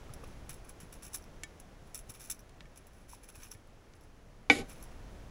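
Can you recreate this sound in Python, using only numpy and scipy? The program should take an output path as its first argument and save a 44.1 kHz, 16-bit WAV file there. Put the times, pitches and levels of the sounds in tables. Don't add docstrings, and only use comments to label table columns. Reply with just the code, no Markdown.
import sys
import numpy as np
from scipy import signal
from scipy.fft import rfft, irfft, next_fast_len
from scipy.io import wavfile

SR = 44100
rng = np.random.default_rng(int(sys.argv[2]) if len(sys.argv) > 2 else 0)


def dump(signal):
    limited = np.clip(np.atleast_2d(signal).T, -1, 1)
    pcm = np.round(limited * 32767).astype(np.int16)
    wavfile.write(sys.argv[1], SR, pcm)


N = 233818

# (frequency [Hz], relative density [dB per Hz])
RASP_SPECTRUM = [(3500, -8), (4700, -34), (5300, -5), (6200, -1), (6700, -11.5), (7600, -2.5),
                 (9000, -13.5), (9700, -9), (11000, 9.5), (12000, 0.5), (13500, -2.5), (15300, -2.5),
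                 (16500, -17)]
# (frequency [Hz], relative density [dB per Hz])
DEEP_SPECTRUM = [(590, -38), (1000, -2), (1510, 1.5), (2130, -6.5), (2370, 5), (3000, -3.5), (5000, -12),
                 (6500, -5), (11000, -120)]

SWING_DB = 20


def from_db(db):
    return 10 ** (np.asarray(db) / 20)


def rms_one(x):
    return x / np.sqrt(np.mean(x ** 2) + 1e-20)


def coloured(x, spectrum):
    size = next_fast_len(N)
    hz = np.arange(size // 2 + 1) * SR / size + 1
    points = np.array(spectrum)
    shape_db = np.interp(np.log(hz), np.log(points[:, 0]), points[:, 1], left=-120, right=-120)
    shaped = irfft(rfft(x, size) * from_db(shape_db), size)[:N]
    return rms_one(shaped)


def drift(rate_hz):
    r = np.exp(-2 * np.pi * rate_hz / SR)
    noise = rng.standard_normal(N + SR)
    return rms_one(signal.lfilter([1], [1, -2 * r, r * r], noise)[SR:])


def ring(x, hz, t60):
    r = from_db(-60 / (t60 * SR))
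    w = 2 * np.pi * hz / SR
    return signal.lfilter([0, np.sin(w)], [1, -2 * r * np.cos(w), r * r], x + 1e-18)


def resonant(x, peaks):
    total = np.zeros(N)
    for hz, width, db in peaks:
        t60 = np.log(1000) / np.pi / width
        total += from_db(db) * np.sqrt(width) * rms_one(ring(x, hz, t60))
    return rms_one(total)


def grains(per_s, spread_db):
    strength = from_db(spread_db * np.minimum(rng.exponential(1, N), 4))
    signed = strength * rng.choice([-1, 1], N)
    return rms_one(signed * (rng.random(N) < per_s / SR))


def envelope_db(s, rise_s, hold_s, fall_s):
    t = np.arange(N) / SR - s
    before = t / max(rise_s, .001)
    after = (hold_s - t) / max(fall_s, .001)
    return SWING_DB * np.minimum(np.minimum(before, after), 0)


def struck(hits, modes, contact_hz, crack_t60, crack_hz):
    size = 1500
    crack_octave_db = 6.5
    crack_fade = from_db(-60 * np.arange(size) / SR / crack_t60)
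    cracks = rng.standard_normal((len(hits), size)) * crack_fade
    at = [round(hit[0] * SR) for hit in hits]

    out = np.zeros(N)
    for k, (hz, db, t60) in enumerate(modes):
        octaves = np.log2(hz / 2000)
        clicks = np.zeros(N)
        clicks[at] = [from_db(db + hit[1] + hit[2] * octaves) for hit in hits]
        out += (-1) ** k * ring(clicks, hz, t60)
    out = signal.sosfilt(signal.butter(2, contact_hz, fs=SR, output="sos"), out)

    for i, (_, db, brightness, crack_db), crack in zip(at, hits, cracks):
        top_hz = crack_hz[1] * 2 ** (brightness / crack_octave_db)
        top_hz = np.clip(top_hz, 2 * crack_hz[0], .45 * SR)
        band = signal.butter(2, [crack_hz[0], top_hz], "band", fs=SR, output="sos")
        out[i:i + size] += from_db(db + crack_db) * signal.sosfilt(band, crack)
    return out


def background():
    # (time [s], level about the mean [dB])
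    level_curve = [(0, 4.5), (.44, 4), (.7, 2), (1.4, 2), (2.0, 0), (2.4, -.5), (3.0, -2), (4.1, -2.5),
                   (4.48, -1.5), (4.6, 4), (4.95, 3.5), (5.3, 3.5)]
    # (frequency [Hz], relative density [dB per Hz])
    rumble_spectrum = [(8.8, -34), (15, 3), (37, -1), (70, -6), (102, -9), (232, -16), (320, -29.5),
                       (420, -49), (700, -120)]
    # (frequency [Hz], relative density [dB per Hz])
    hiss_spectrum = [(160, -17.5), (280, -2), (492, -3.5), (703, -6), (989, -10), (1400, -12),
                     (2100, -15.5), (4510, -23.5), (6000, -22), (8780, -29.5), (11000, -22.5),
                     (13200, -29.5), (15500, -27.5), (16500, -43)]
    level_db = np.interp(np.arange(N) / SR, *np.transpose(level_curve))
    rumble_db = -54 + 1.27 * level_db + 1.0 * drift(2.8)
    hiss_db = -60 + 0.94 * level_db + 0.23 * drift(7.8)
    rumble = from_db(rumble_db) * coloured(rng.standard_normal(N), rumble_spectrum)
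    hiss = from_db(hiss_db) * coloured(rng.standard_normal(N), hiss_spectrum)
    return rumble + hiss


def thuds():
    # (time [s], level before the rounded start [dB], pitch [Hz])
    contacts = [(.0935, -43.5, 1240), (0.1, -34, 121), (0.161, -44, 90), (0.236, -45, 203),
                (.237, -41.5, 500), (0.236, -41, 1150), (0.492, -36, 146), (0.831, -37.5, 166),
                (1.436, -43, 295), (2.089, -36, 109.5), (2.1, -43, 250), (2.609, -45, 177),
                (2.649, -41.5, 147), (3.133, -38, 970), (3.55, -37, 99)]
    t60_at_120_hz, damping_power = 0.059, 0.48
    out = np.zeros(N)
    for s, db, hz in contacts:
        t = np.maximum(np.arange(N) / SR - s, 0)
        t60 = t60_at_120_hz * (hz / 120.0) ** -damping_power
        decay = from_db(db - 60 * np.minimum(t / t60, 4))
        rounded_start = 1 - np.exp(-t * hz * 2.5)
        out += decay * np.sin(2 * np.pi * hz * t) * rounded_start
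    return out


def strokes():
    # (time of full bite [s], rise [s], hold [s], fall [s],
    # rasp level [dB], deep cut relative to the rasp [dB])
    bites = [(0.137, .002, .001, 0.014, -46.5, -16), (0.243, .004, .001, 0.011, -59.5, 4),
             (0.28, .025, .001, .09, -61, -14), (0.493, 0.0017, 0.0075, 0.041, -44.5, -6.5),
             (0.535, 0.036, .001, 0.078, -56, -22), (0.647, 0.003, .001, 0.065, -62, -4),
             (0.697, 0.018, .001, .023, -48, -11), (0.802, 0.0022, 0.0069, 0.06, -48.5, -11.5),
             (0.925, .003, .003, 0.072, -50.5, -10.5), (1.024, 0.0022, 0.053, 0.031, -50, -11),
             (1.146, 0.016, .001, 0.034, -34.5, -15.5), (1.599, .002, .003, 0.015, -53.5, -12),
             (1.874, .02, .001, 0.05, -63, -10), (1.946, 0.0019, .001, 0.053, -41, -13),
             (1.983, .01, .001, .06, -61, -9), (2.102, 0.018, .001, 0.021, -42.5, -12.5),
             (2.14, 0.0026, .012, 0.046, -51, -8.5), (2.199, 0.0088, 0.037, 0.11, -48.5, -12),
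             (2.2995, .001, 0.013, 0.03, -37.5, -16), (2.773, 0.025, .001, 0.055, -57, -10),
             (2.868, .002, .002, 0.024, -56, -15), (2.938, .024, .08, 0.055, -65, -12),
             (3.09, .01, 0.058, 0.048, -52.5, -12), (3.235, 0.0074, .008, 0.017, -52.5, -9),
             (3.288, 0.0012, .001, 0.018, -55, -13), (3.301, 0.02, .001, 0.0079, -52.5, -7),
             (3.353, 0.0093, .006, 0.014, -51.5, -13), (3.445, 0.14, .001, .06, -49, -9.5),
             (3.515, 0.0074, .004, 0.043, -46.5, -14.5), (3.958, .015, .001, .03, -62, -14),
             (4.017, .005, 0.03, .03, -64, -14), (4.703, 0.031, .001, 0.086, -48, -8),
             (4.83, 0.059, .001, 0.044, -52, -17), (4.918, .016, .001, 0.044, -62, -7)]
    # (frequency [Hz], width [Hz], relative level [dB])
    blade = [(2410, 58, -15), (5640, 270, -6), (6170, 160, -13), (7300, 310, -13), (10100, 130, 12.5),
             (10300, 150, -5), (10990, 280, -2), (11400, 400, -23), (15500, 710, -5)]
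    deep_follows = 0.98
    slide_db, slide_rise_s, slide_fall_s = -23.5, .04, 0.12

    rasp_gain, deep_gain = np.full(N, 1e-9), np.zeros(N)
    for s, rise_s, hold_s, fall_s, db, deep_db in bites:
        bite_db = envelope_db(s, rise_s, hold_s, fall_s)
        sliding_db = slide_db + envelope_db(s, slide_rise_s, hold_s, slide_fall_s)
        rasp_gain += from_db(db + bite_db) + from_db(db + sliding_db)
        deep_gain += from_db(db + deep_db + deep_follows * bite_db)

    judder = from_db(2.8 * drift(140.0))
    tears = grains(per_s=5000.0, spread_db=-1.0) * judder
    broad_share = np.clip((rasp_gain / from_db(-40.5)) ** 0.22, 0, 1.2)
    rasp = broad_share * coloured(tears, RASP_SPECTRUM) + from_db(-7.5) * resonant(tears, blade)
    deep_cut = coloured(tears[::-1], DEEP_SPECTRUM)
    return rasp_gain * rasp + deep_gain * deep_cut


def ticks():
    # (time [s], peak level [dB], ring frequency [Hz])
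    catches = [(0.137, -37, 5900), (0.24, -42.5, 5900), (0.4942, -30.5, 10700), (0.6934, -36, 10900),
               (0.8031, -42, 10700), (0.9281, -35.5, 10600), (1.0323, -33, 10900), (1.134, -34.5, 10500),
               (1.1433, -48, 10200), (1.1494, -36, 6400), (1.224, -47, 6030), (1.2409, -44, 5500),
               (1.6007, -34.5, 10500), (1.9456, -27.5, 15200), (1.9556, -29, 10600), (1.9774, -32, 10700),
               (1.9907, -31, 11000), (2.095, -38.5, 10700), (2.302, -22.5, 10900), (2.3144, -40, 6200),
               (2.3214, -29.5, 9810), (2.346, -43, 6310), (2.392, -41, 5900), (2.4054, -46, 6200),
               (2.7597, -41, 6200), (2.7749, -39.5, 10700), (2.869, -39.5, 15200), (3.2346, -44, 10900),
               (3.288, -40, 10400), (3.4333, -33.5, 6300), (3.5159, -30.5, 6300), (3.674, -51.5, 4770),
               (4.0101, -51, 5400), (4.6957, -38, 10000), (4.8264, -36.5, 11600), (4.8387, -36.5, 11000)]
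    size = 3000
    out, t = np.zeros(N + size), np.arange(size) / SR
    snap = from_db(-60 * t / 0.0052)
    tail = from_db(-7.0 - 60 * t / 0.048)
    broad = coloured(rng.standard_normal(N), RASP_SPECTRUM)
    broad = broad + from_db(-19.0) * coloured(rng.standard_normal(N), DEEP_SPECTRUM)
    for s, db, hz in catches:
        at = round(s * SR)
        burst = broad[at:at + size] * (snap + tail)
        burst = burst + from_db(-14) * ring(burst, hz, t60=.004)
        out[at:at + size] += from_db(db) * burst / np.max(np.abs(burst))
    return out[:N]


def clacks():
    # (time [s], level of the hit [dB], brightness [dB per octave], crack relative to that level [dB])
    hits = [(1.4345, -38, 2, 9), (2.4938, -65.5, 3, 13.5), (2.6065, -54.5, -6, 17.5),
            (2.6554, -56.5, -4, 1), (3.549, -57, -3, 5), (3.9357, -65, -3.5, 20)]
    # (frequency [Hz], relative level [dB], t60 [s])
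    frame = [(1772, -5, 0.091), (2243, -2.5, 0.067), (3270, -9, 0.059), (3830, -20, 0.11),
             (5080, -16, 0.062), (6240, -10, 0.041), (6970, -19, 0.087), (7180, -5, 0.03),
             (7854, -15, 0.051), (9770, -14, 0.058)]
    return struck(hits, frame, contact_hz=9150, crack_t60=0.017, crack_hz=[1400, 9000])


def mode_coloured(x, modes, stretch):
    return rms_one(sum(from_db(db) * t60 * rms_one(ring(x, hz, t60 * stretch)) for hz, db, t60 in modes))


def knock():
    # (time [s], level of the pulse [dB],
    # brightness [dB per octave], crack relative to that level [dB])
    pulses = [(4.4991, -7, -1, -5.5), (4.5075, -24.5, -3, -11)]
    # (frequency [Hz], relative level [dB], t60 [s])
    bowl = [(104.9, -41.5, 0.33), (165.2, -26.5, 0.2), (249, -25, 0.15), (297, -23.5, 0.22),
            (393.2, -26, 0.16), (491, -19, 0.099), (600, -27, 0.17), (799.7, -11.5, 0.057),
            (1110, -19, 0.027), (1508, -17.5, 0.14), (1922, -17, 0.12), (2100, -5, 0.0297),
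            (2280, -21, .02), (2257, -4.5, 0.067), (2358, -1, 0.031), (2616, -20.5, 0.066),
            (2980, -17, 0.055), (3320, -20, .04), (3588, -19, 0.078), (3872, -20, 0.065), (3910, -45, .12),
            (4925, -23.5, 0.12), (6390, -48, .06), (6950, -41.5, .04)]
    # (frequency [Hz], relative density [dB per Hz])
    bright_spectrum = [(1000, -15), (2300, -24), (2800, -5), (3600, -7.5), (5200, -14.5), (5800, -19),
                       (7100, -7), (8100, -17.5), (8800, -11.5), (9600, -13.5), (10800, -7), (11900, -12),
                       (12600, -25), (16500, -35)]
    # (frequency [Hz], relative density [dB per Hz])
    dull_spectrum = [(90, -24.5), (150, -8), (300, 9), (500, 8.5), (800, -3), (950, -31), (1300, -4)]
    start_s, stop_s, stop_db_per_s = 4.505, 4.61, 346
    sizzle_stop_s, sizzle_above_hz = 4.585, 5400

    t = np.maximum(np.arange(N) / SR - start_s, 0)
    bright_db = -38 - 149 * t
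    dull_db = np.maximum(-27.5 - 326 * t, -40.5)
    sizzle_stop_db = stop_db_per_s * np.maximum(t + start_s - sizzle_stop_s, 0)
    sizzle_db = -45 - 36 * t - sizzle_stop_db
    on = from_db(envelope_db(start_s, 0.0021, stop_s - start_s, SWING_DB / stop_db_per_s))

    tail_grains = grains(per_s=9000.0, spread_db=2.0) * from_db(1.9 * drift(40.0))
    high_pitches = mode_coloured(tail_grains, [mode for mode in bowl if mode[0] > 1200], stretch=1)
    low_pitches = mode_coloured(tail_grains, [mode for mode in bowl if mode[0] < 1200], stretch=2)
    broad = coloured(tail_grains, bright_spectrum)
    treble = signal.sosfilt(signal.butter(4, sizzle_above_hz, "high", fs=SR, output="sos"), broad)
    rest = signal.sosfilt(signal.butter(4, sizzle_above_hz, fs=SR, output="sos"), broad)

    sizzle = from_db(sizzle_db) * rms_one(treble)
    bright = sizzle + from_db(bright_db) * (rest + from_db(3.0) * high_pitches)
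    dull = from_db(dull_db) * rms_one(coloured(tail_grains, dull_spectrum) + from_db(4.5) * low_pitches)
    blow = struck(pulses, bowl, contact_hz=4860, crack_t60=.03, crack_hz=[1500, 5000])
    return blow + on * (bright + dull)


def scene():
    return (background() + thuds() + strokes() + ticks() + clacks() + knock())[None]


def record(dry):
    dip_hz, dip_width_hz, dip_db, cutoff_hz = 13080, 2840, -14, 15800
    depth = from_db(dip_db / 2)
    a = np.tan(np.pi * dip_width_hz / SR)
    middle = -2 * np.cos(2 * np.pi * dip_hz / SR)
    zeros = [1 + a * depth, middle, 1 - a * depth]
    poles = [1 + a / depth, middle, 1 - a / depth]
    dipped = signal.lfilter(zeros, poles, dry)
    return signal.sosfilt(signal.ellip(12, .5, 75, cutoff_hz, fs=SR, output="sos"), dipped)


dry = scene()
out = record(dry)
dump(out)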